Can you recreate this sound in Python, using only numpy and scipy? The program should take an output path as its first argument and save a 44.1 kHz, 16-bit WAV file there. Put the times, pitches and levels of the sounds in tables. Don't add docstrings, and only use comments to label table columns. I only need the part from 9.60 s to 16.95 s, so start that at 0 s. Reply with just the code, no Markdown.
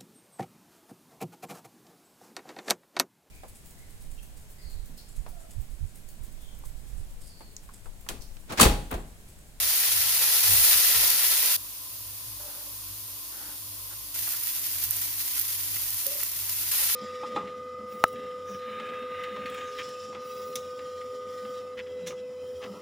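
import sys
import numpy as np
from scipy import signal
from scipy.fft import rfft, irfft
from scipy.io import wavfile
from scipy.ndimage import uniform_filter1d

SR = 44100
rng = np.random.default_rng(int(sys.argv[2]) if len(sys.argv) > 2 else 0)


def pcm_store(signal):
    levels = np.round(np.clip(np.atleast_2d(signal), -1, 1) * 32767)
    wavfile.write(sys.argv[1], SR, levels.astype(np.int16).T)


N = 324135
TIME = np.arange(N) / SR

# (start [s], sizzle level [dB], bursts [1/s], size spread [dB], pan L-R [dB])
STAGES = [(0, -21, 7250, 2, 0), (1.965, -36, 26600, 0, -0.5), (4.542, -30, 12000, 2.5, 0),
          (7.113, -23.5, 17700, 2, -0.5)]
# (frequency [Hz], width [Hz], gain [dB])
PAN_MODES = [(476.4, 6.4, 2), (580, 56, -4.5), (867, 42, 0), (1016, 90, 0), (1387, 68, 2), (1943, 184, 2.5),
             (2340, 63, -3), (2650, 150, -2), (3370, 72, -8)]
# (frequency [Hz], relative level [dB])
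SPIT_COLOUR = [(800, -31), (3000, -14), (8000, -2.5), (12500, 5.5), (15300, 8), (16200, -20)]


def from_db(db):
    return 10 ** (np.asarray(db) / 20)


def rms_one(x):
    return x / np.sqrt(np.mean(x ** 2) + 1e-20)


def panned(pan_db):
    gains = from_db(np.array([[.5], [-.5]]) * pan_db)
    return gains / np.sqrt(np.mean(gains ** 2, axis=0))


def stage_index():
    return np.searchsorted([stage[0] for stage in STAGES[1:]], TIME, side="right")


def drift(rate_hz):
    hz = np.fft.rfftfreq(N, 1 / SR)
    return rms_one(irfft(rfft(rng.standard_normal(N)) / (1 + (hz / rate_hz) ** 2), N))


def wavering(hz, waver_rad):
    return np.sqrt(2) * np.sin(2 * np.pi * hz * TIME + waver_rad * drift(9.2))


def fading(start, fade_s):
    return np.exp(-np.abs(TIME - start) / fade_s) * (TIME >= start)


def swells(rows):
    return sum(from_db(db) * np.sqrt(np.maximum(1 - (2 * (TIME - start) / length - 1) ** 2, 0))
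               for start, length, db in rows)


def stroke(start, length, db, attack_s=.008, sag_db_per_s=25, release_s=.012):
    age = np.clip(TIME - start, 0, length + release_s)
    contact = np.clip(np.minimum(age / attack_s, (length + release_s - age) / release_s), 0, 1)
    return contact * from_db(db - sag_db_per_s * age)


def stereo_noise(likeness):
    mid, side = rng.standard_normal((2, N))
    return rms_one(np.sqrt(1 + likeness) * mid + np.sqrt(1 - likeness) * side * [[1], [-1]])


def bursts(per_s, spread_db, width_db=2.5, lag_s=.00013, largest=3.4):
    chance, size, sign = rng.random(N), rng.exponential(1, N), rng.choice([-1, 1], N)
    pan, lag = rng.standard_normal((2, N))
    at = np.flatnonzero(chance < per_s / SR)
    strength = sign * from_db(spread_db * np.minimum(size, largest))
    left, right = strength[at] * panned(width_db * pan[at])
    at_right = np.clip(at + np.round(lag[at] * lag_s * SR).astype(int), 0, N - 1)
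    return rms_one(np.array([np.bincount(at, left, N), np.bincount(at_right, right, N)]))


def colour(x, spectrum, size=4096):
    hz, db = np.transpose(spectrum)
    grid = np.maximum(np.fft.rfftfreq(size, 1 / SR), 1)
    gain = from_db(np.interp(np.log(grid), np.log(hz), db)) * np.minimum(grid / hz[0], 1)
    cepstrum = irfft(np.log(gain))
    cepstrum[1:size // 2] *= 2
    cepstrum[size // 2 + 1:] = 0
    response = irfft(np.exp(rfft(cepstrum)))
    return signal.oaconvolve(x, response[None] / np.linalg.norm(response))[:, :N]


def resonance(x, hz, width):
    return signal.lfilter(*signal.iirpeak(hz, hz / width, fs=SR), x)


def modes_ring(x, modes):
    return sum(from_db(db) * resonance(x, hz, width) for hz, width, db in modes)


def kitchen(clicks, room_db, near_db, near_t60=.018, room_t60=.11):
    power = 0
    for level_db, t60 in [(near_db, near_t60), (room_db, room_t60)]:
        decay = np.exp(-2 * np.log(1000) / (t60 * SR))
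        tail = signal.lfilter([0, 1 - decay], [1, -decay], clicks ** 2 + 1e-18)
        power = power + from_db(level_db) ** 2 * tail
    return clicks + np.sqrt(power) * rng.standard_normal((2, N))


def hob_echoes(x, echo_db, count=8):
    out = x.copy()
    for side in (0, 1):
        lags = (rng.uniform(.002, .014, count) * SR).astype(int)
        for k, lag in enumerate(lags):
            out[side, lag:] += (-1) ** k * from_db(echo_db) * x[side, :-lag]
    return out


def room_tone(hum_hz=50.2, whine_hz=296, throb_s=.82, trough_db=-11.5):
    # (time of a throb's crest [s], octave at a crest [dB], whine [dB])
    hums = [(.54, -57.5, -67), (2.55, -55.5, -67.5), (5.31, -53, -65), (7.13, -62, -71)]
    # (frequency [Hz], relative level [dB])
    rush_colour = [(45, -14), (65, 3), (110, 2), (180, -1), (300, -3), (400, -4.5), (620, 1), (800, -7.5),
                   (1030, 8), (1300, -4.5), (1900, -13), (5000, -7.5)]
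    crest_s, octave_db, whine_db = np.array(hums)[stage_index()].T
    throb = np.hypot(np.cos(np.pi * (TIME - crest_s) / throb_s), from_db(trough_db))
    fundamental = from_db(-63.5 + 4 * drift(5.0)) * wavering(hum_hz, waver_rad=.24)
    octave = throb * from_db(octave_db + 2.4 * drift(9.1)) * wavering(2 * hum_hz, waver_rad=.67)
    whine = from_db(whine_db + 2.4 * drift(4.3)) * wavering(whine_hz, waver_rad=.35)
    rush = from_db(-52) * colour(stereo_noise(likeness=.33), rush_colour)
    return (fundamental + octave) * panned(1.2) + whine + rush


def board():
    # (start [s], length [s], level [dB])
    rubs = [(2.79, .25, -57), (3.70, .27, -51.5), (4.298, .05, -51.5)]
    # (frequency [Hz], width [Hz], gain [dB])
    wood_modes = [(330, 74, 1), (600, 250, -7), (860, 130, 0), (1430, 300, 2)]
    slips = kitchen(bursts(per_s=1200, spread_db=1), room_db=-10, near_db=-8)
    return swells(rubs) * rms_one(modes_ring(slips, wood_modes))


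def hob_rumble(sway_hz=52, drone_hz=100.6):
    # (start [s], length [s], sway [dB], drone [dB])
    shoves = [(0, .11, -52, -53), (.34, .13, -53, -52), (.83, .19, -60, -45), (.885, .07, -56, -42),
              (.92, .14, -46, -54), (1.07, .16, -53, -58), (1.34, .12, -50.5, -49), (7.18, .16, -56, -60)]
    sway = swells([(start, length, db) for start, length, db, _ in shoves])
    drone = swells([(start, length, db) for start, length, _, db in shoves])
    shaking = sum(uniform_filter1d(push, size=1200) * wavering(hz, waver_rad=1.3)
                  for push, hz in [(sway, sway_hz), (drone, drone_hz)])
    return shaking * panned(2.5)


def rustles():
    # (start [s], length [s], level [dB])
    shifts = [(4.545, .04, -54), (4.666, .028, -47), (4.714, .04, -47), (5.155, .012, -50),
              (5.755, .04, -52), (6.598, .025, -52)]
    # (frequency [Hz], relative level [dB])
    rustle_colour = [(190, -25), (330, -17), (450, 2), (650, 2.5), (1450, 12.5), (2100, 13.5), (5000, -31)]
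    slips = swells(shifts) * bursts(per_s=1500, spread_db=3)
    return colour(kitchen(slips, room_db=-6, near_db=-6), rustle_colour)


def plops():
    # (time [s], level [dB])
    landings = [(4.6765, -41), (4.719, -46), (4.731, -47)]
    # (frequency [Hz], relative level [dB])
    slap_colour = [(180, -9), (400, -4), (700, 0), (1500, 7), (2200, -2), (3000, 0), (4200, -14),
                   (8000, -40)]
    slaps = sum(from_db(db) * fading(start, fade_s=.008) for start, db in landings)
    return colour(slaps * stereo_noise(likeness=.52), slap_colour)


def grate_knocks(contact_s=.008):
    # (start [s], length [s], level [dB], pitch [Hz])
    knocks = [(2.793, .036, -50, 585), (2.828, .026, -49, 578), (2.852, .026, -51, 604),
              (2.876, .08, -50, 580), (2.972, .07, -52.5, 584), (3.066, .06, -54, 570),
              (6.4625, .047, -34.5, 548), (6.508, .037, -38.5, 580), (6.5475, .025, -39.5, 570),
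              (6.579, .022, -42.5, 570), (6.603, .018, -51, 575)]
    # (frequency [multiple of the pitch], relative level [dB], t60 [s])
    grate_modes = [(.76, -7, 0.06), (1, 0, 0.24), (1.75, -19, .08)]
    out = np.zeros(N)
    for start, length, level_db, hz in knocks:
        t = TIME[:round(length * SR)]
        contact = np.minimum(np.minimum(t, length - t) / contact_s, 1)
        ring = sum(from_db(db - 60 * t / t60) * np.sin(2 * np.pi * ratio * hz * t)
                   for ratio, db, t60 in grate_modes)
        at = round(start * SR)
        out[at:at + len(t)] += from_db(level_db) * contact * ring
    return hob_echoes(out * panned(-4), echo_db=-21)


def pan_slide():
    # (frequency [Hz], width [Hz], gain [dB])
    slide_modes = [(587, 38, 1), (835, 120, -4), (980, 50, -5)]
    slips = kitchen(bursts(per_s=900, spread_db=0), room_db=-10, near_db=-10)
    return stroke(start=2.795, length=.28, db=-55) * rms_one(modes_ring(slips, slide_modes))


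def ticks():
    # (time [s], level [dB])
    hits = [(4.872, -38), (5.419, -40), (6.166, -36), (6.463, -43), (6.569, -43), (6.605, -37.5),
            (6.631, -35)]
    # (frequency [Hz], relative level [dB], t60 [s])
    tick_modes = [(1375, -7, .015), (1956, -2, .028), (2260, -5, .018), (2750, -3, .016), (3460, -5, .012)]
    out, t = np.zeros(N), TIME[:SR // 20]
    for start, level_db in hits:
        at = round(start * SR)
        for hz, db, t60 in tick_modes:
            louder, sharper = rng.standard_normal(2)
            ring = np.sin(2 * np.pi * hz * (1 + .03 * sharper) * t)
            out[at:at + len(t)] += from_db(level_db + db + 1.5 * louder - 60 * t / t60) * ring
    return hob_echoes(out * panned(-2), echo_db=-18)


def spatula(jerk_db=1.5):
    # (start [s], length [s], pan ring [dB], edge rasp [dB])
    strokes = [(.02, 0.23, -49, -37.5), (0.214, 0.085, -47, -34), (.39, 0.1, -48, -38),
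               (0.602, 0.05, -38, -39), (0.667, 0.11, -40, -40), (.83, 0.17, -40.5, -49),
               (1.028, 0.064, -41, -38), (1.104, 0.046, -40, -26), (1.175, .07, -46, -45),
               (1.29, 0.073, -35.5, -37), (1.342, 0.026, -42, -32), (1.383, .16, -38.5, -33.5),
               (1.582, 0.065, -44, -47), (1.701, 0.038, -41, -36), (1.817, 0.1, -39.5, -44),
               (7.11, 0.042, -45, -46), (7.195, 0.069, -45, -50), (7.286, 0.017, -50, -33)]
    # (frequency [Hz], relative level [dB])
    rasp_colour = [(700, -29), (1300, -3.5), (1900, -1.5), (4500, 2.5), (7000, -4), (11000, -21)]
    jerks = from_db(jerk_db * drift(29.0))
    slips = jerks * kitchen(bursts(per_s=1800, spread_db=2.5, lag_s=.00017), room_db=-24, near_db=-19)
    push = sum(stroke(start, length, db) for start, length, db, _ in strokes)
    edge = sum(stroke(start, length, db) for start, length, _, db in strokes)
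    return push * rms_one(modes_ring(slips, PAN_MODES)) + edge * rms_one(colour(slips, rasp_colour))


def cracks(samples=48, fade_s=.00016):
    # (time [s], strength [dB], pan L-R [dB])
    drops = [(.167, -1, 0), (.546, -2, -1), (1.0996, 1, -3), (1.1759, 1, -11), (1.5029, 3, -3),
             (1.5452, -1, 0), (1.632, 0, 0), (1.6826, 0, 1), (1.7136, -1, 2), (1.8283, -2, -5),
             (1.8595, 2, -12), (4.5937, -8, -9), (4.6778, -8, -8), (4.6914, -6, -8), (4.7067, -8, -11),
             (4.7235, -8, -7), (4.7345, -7, -11), (4.8351, -6, -10), (4.8714, -6, -8), (4.8793, -5, -6),
             (4.8929, -8, -8), (4.995, -8.5, -10), (5.0676, -6.5, -8), (5.1628, -8.5, -6), (5.2394, 0, -13),
             (5.309, 3.2, -18), (5.3675, -5, -12), (5.4172, -7.5, -3), (5.7934, -2, -14), (5.797, -1, -11),
             (5.8132, -1, -9), (5.8816, -8, -1), (6.1594, -8, -9), (6.2212, -7.5, -5), (6.3057, -6, -10),
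             (6.3444, -6, 7), (6.4671, 1.5, -17), (6.6145, -5.5, -8), (6.6339, .5, -11), (6.8962, -7, -7)]
    out = np.zeros((2, N))
    for start, db, pan_db in drops:
        crack = colour(rng.standard_normal((2, samples)) * np.exp(-TIME[:samples] / fade_s), SPIT_COLOUR)
        crack /= np.linalg.norm(crack, axis=1, keepdims=True)
        at = round(start * SR) - samples // 8
        out[:, at:at + crack.shape[1]] += from_db(db) * panned(pan_db) * crack
    return out


def spits(spatter_db=-38.5):
    meat_rests = stage_index() == 2
    droplets = bursts(per_s=640, spread_db=.5, largest=5.8) * panned(-4)
    direct = cracks()
    tails = kitchen(direct, room_db=-13, near_db=-8, near_t60=.03) - direct
    spatter = kitchen(from_db(spatter_db) * meat_rests * droplets, room_db=-9, near_db=-3, near_t60=.035)
    return direct + colour(tails + spatter, SPIT_COLOUR)


def sear(start=.85, length=.33, level_db=-23):
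    # (frequency [Hz], relative level [dB])
    hiss_colour = [(3000, -33), (8000, -6), (10500, -1), (15500, -1), (16500, -20)]
    bubbles = kitchen(bursts(per_s=9000, spread_db=3), room_db=-14, near_db=-3.5)
    return swells([(start, length, level_db)]) * rms_one(colour(bubbles, hiss_colour))


def flare_db(sweep_db=4.5, peak_s=1.06, rise_s=.64, settle_s=.6):
    # (time [s], rise [dB], fade [s])
    spurts = [(.48, 0, 0.063), (.895, 0, 0.055), (1.845, 0, 0.022), (4.67, 2, 0.086), (4.87, 0, 0.0036),
              (5.183, 6, .012), (5.414, 6, 0.027), (5.58, 3, 0.073), (5.75, 4, 0.051), (5.88, 0.5, 0.015),
              (6.165, 2, 0.039), (6.343, 2, .02), (6.39, 1, .012), (6.892, 3, 0.017), (6.96, 2.5, 0.27),
              (7.22, 0, .2)]
    rise = np.clip(1 + (TIME - peak_s) / rise_s, 0, 1)
    settle = np.exp(-np.maximum(TIME - peak_s, 0) / settle_s)
    sweep = sweep_db * rise * settle * (stage_index() == 0)
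    return sweep + sum(db * fading(start, fade_s) for start, db, fade_s in spurts)


def sizzle():
    # (frequency [Hz], relative level [dB])
    stirred = [(200, -35), (480, -17.5), (1000, -15), (2000, -9), (3000, -6), (4700, -2), (7000, -3.5),
               (11000, 1.5), (15500, -0.5)]
    resting = [(300, -30), (1000, -19), (2000, -17.5), (2800, -10.5), (4700, -5), (7000, -5.5), (11000, 0),
               (15500, -1)]
    with_meat = [(250, -41), (600, -20.5), (1200, -17), (2000, -11.5), (4700, -4.5), (7000, -4),
                 (9500, -1.5), (12000, 1.5), (15500, -2)]
    meat_stirred = [(250, -26), (600, -24), (1200, -16.5), (2000, -13), (4700, -7), (7000, -7),
                    (11500, -0.5), (15500, -4)]
    out = np.zeros((2, N))
    clumps, flare = drift(42.0), flare_db()
    for stage, spectrum in enumerate([stirred, resting, with_meat, meat_stirred]):
        _, level_db, per_s, spread_db, pan_db = STAGES[stage]
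        clicks = bursts(per_s, spread_db, lag_s=.0001) * from_db(.22 * spread_db ** 2 * clumps)
        reflected = hob_echoes(kitchen(clicks, room_db=-26, near_db=-2), echo_db=-15.5)
        fizz = rms_one(colour(reflected, spectrum))
        out += fizz * from_db(level_db + flare) * panned(pan_db) * (stage_index() == stage)
    return out + from_db(-7.5) * modes_ring(out, PAN_MODES)


def scene():
    frying = sizzle() + sear() + spits() + ticks()
    handling = spatula() + hob_rumble() + rustles() + plops() + board() + grate_knocks() + pan_slide()
    return frying + handling + room_tone()


def port(x, resonances):
    for hz, width, db in resonances:
        x = x + (from_db(db) - 1) * resonance(x, hz, width)
    return x


def record(dry):
    # (frequency [Hz], width [Hz], gain [dB])
    left_port = [(7880, 1100, -13.5), (10960, 2400, 2), (15500, 2000, -1.5)]
    right_port = [(7770, 2100, -4.5), (10900, 2600, -2), (15100, 3400, 2)]
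    heard = [port(dry[0], left_port), port(dry[1], right_port)]
    return signal.sosfilt(signal.ellip(12, .2, 80, 15500, fs=SR, output="sos"), heard)


dry = scene()
out = record(dry)
pcm_store(out)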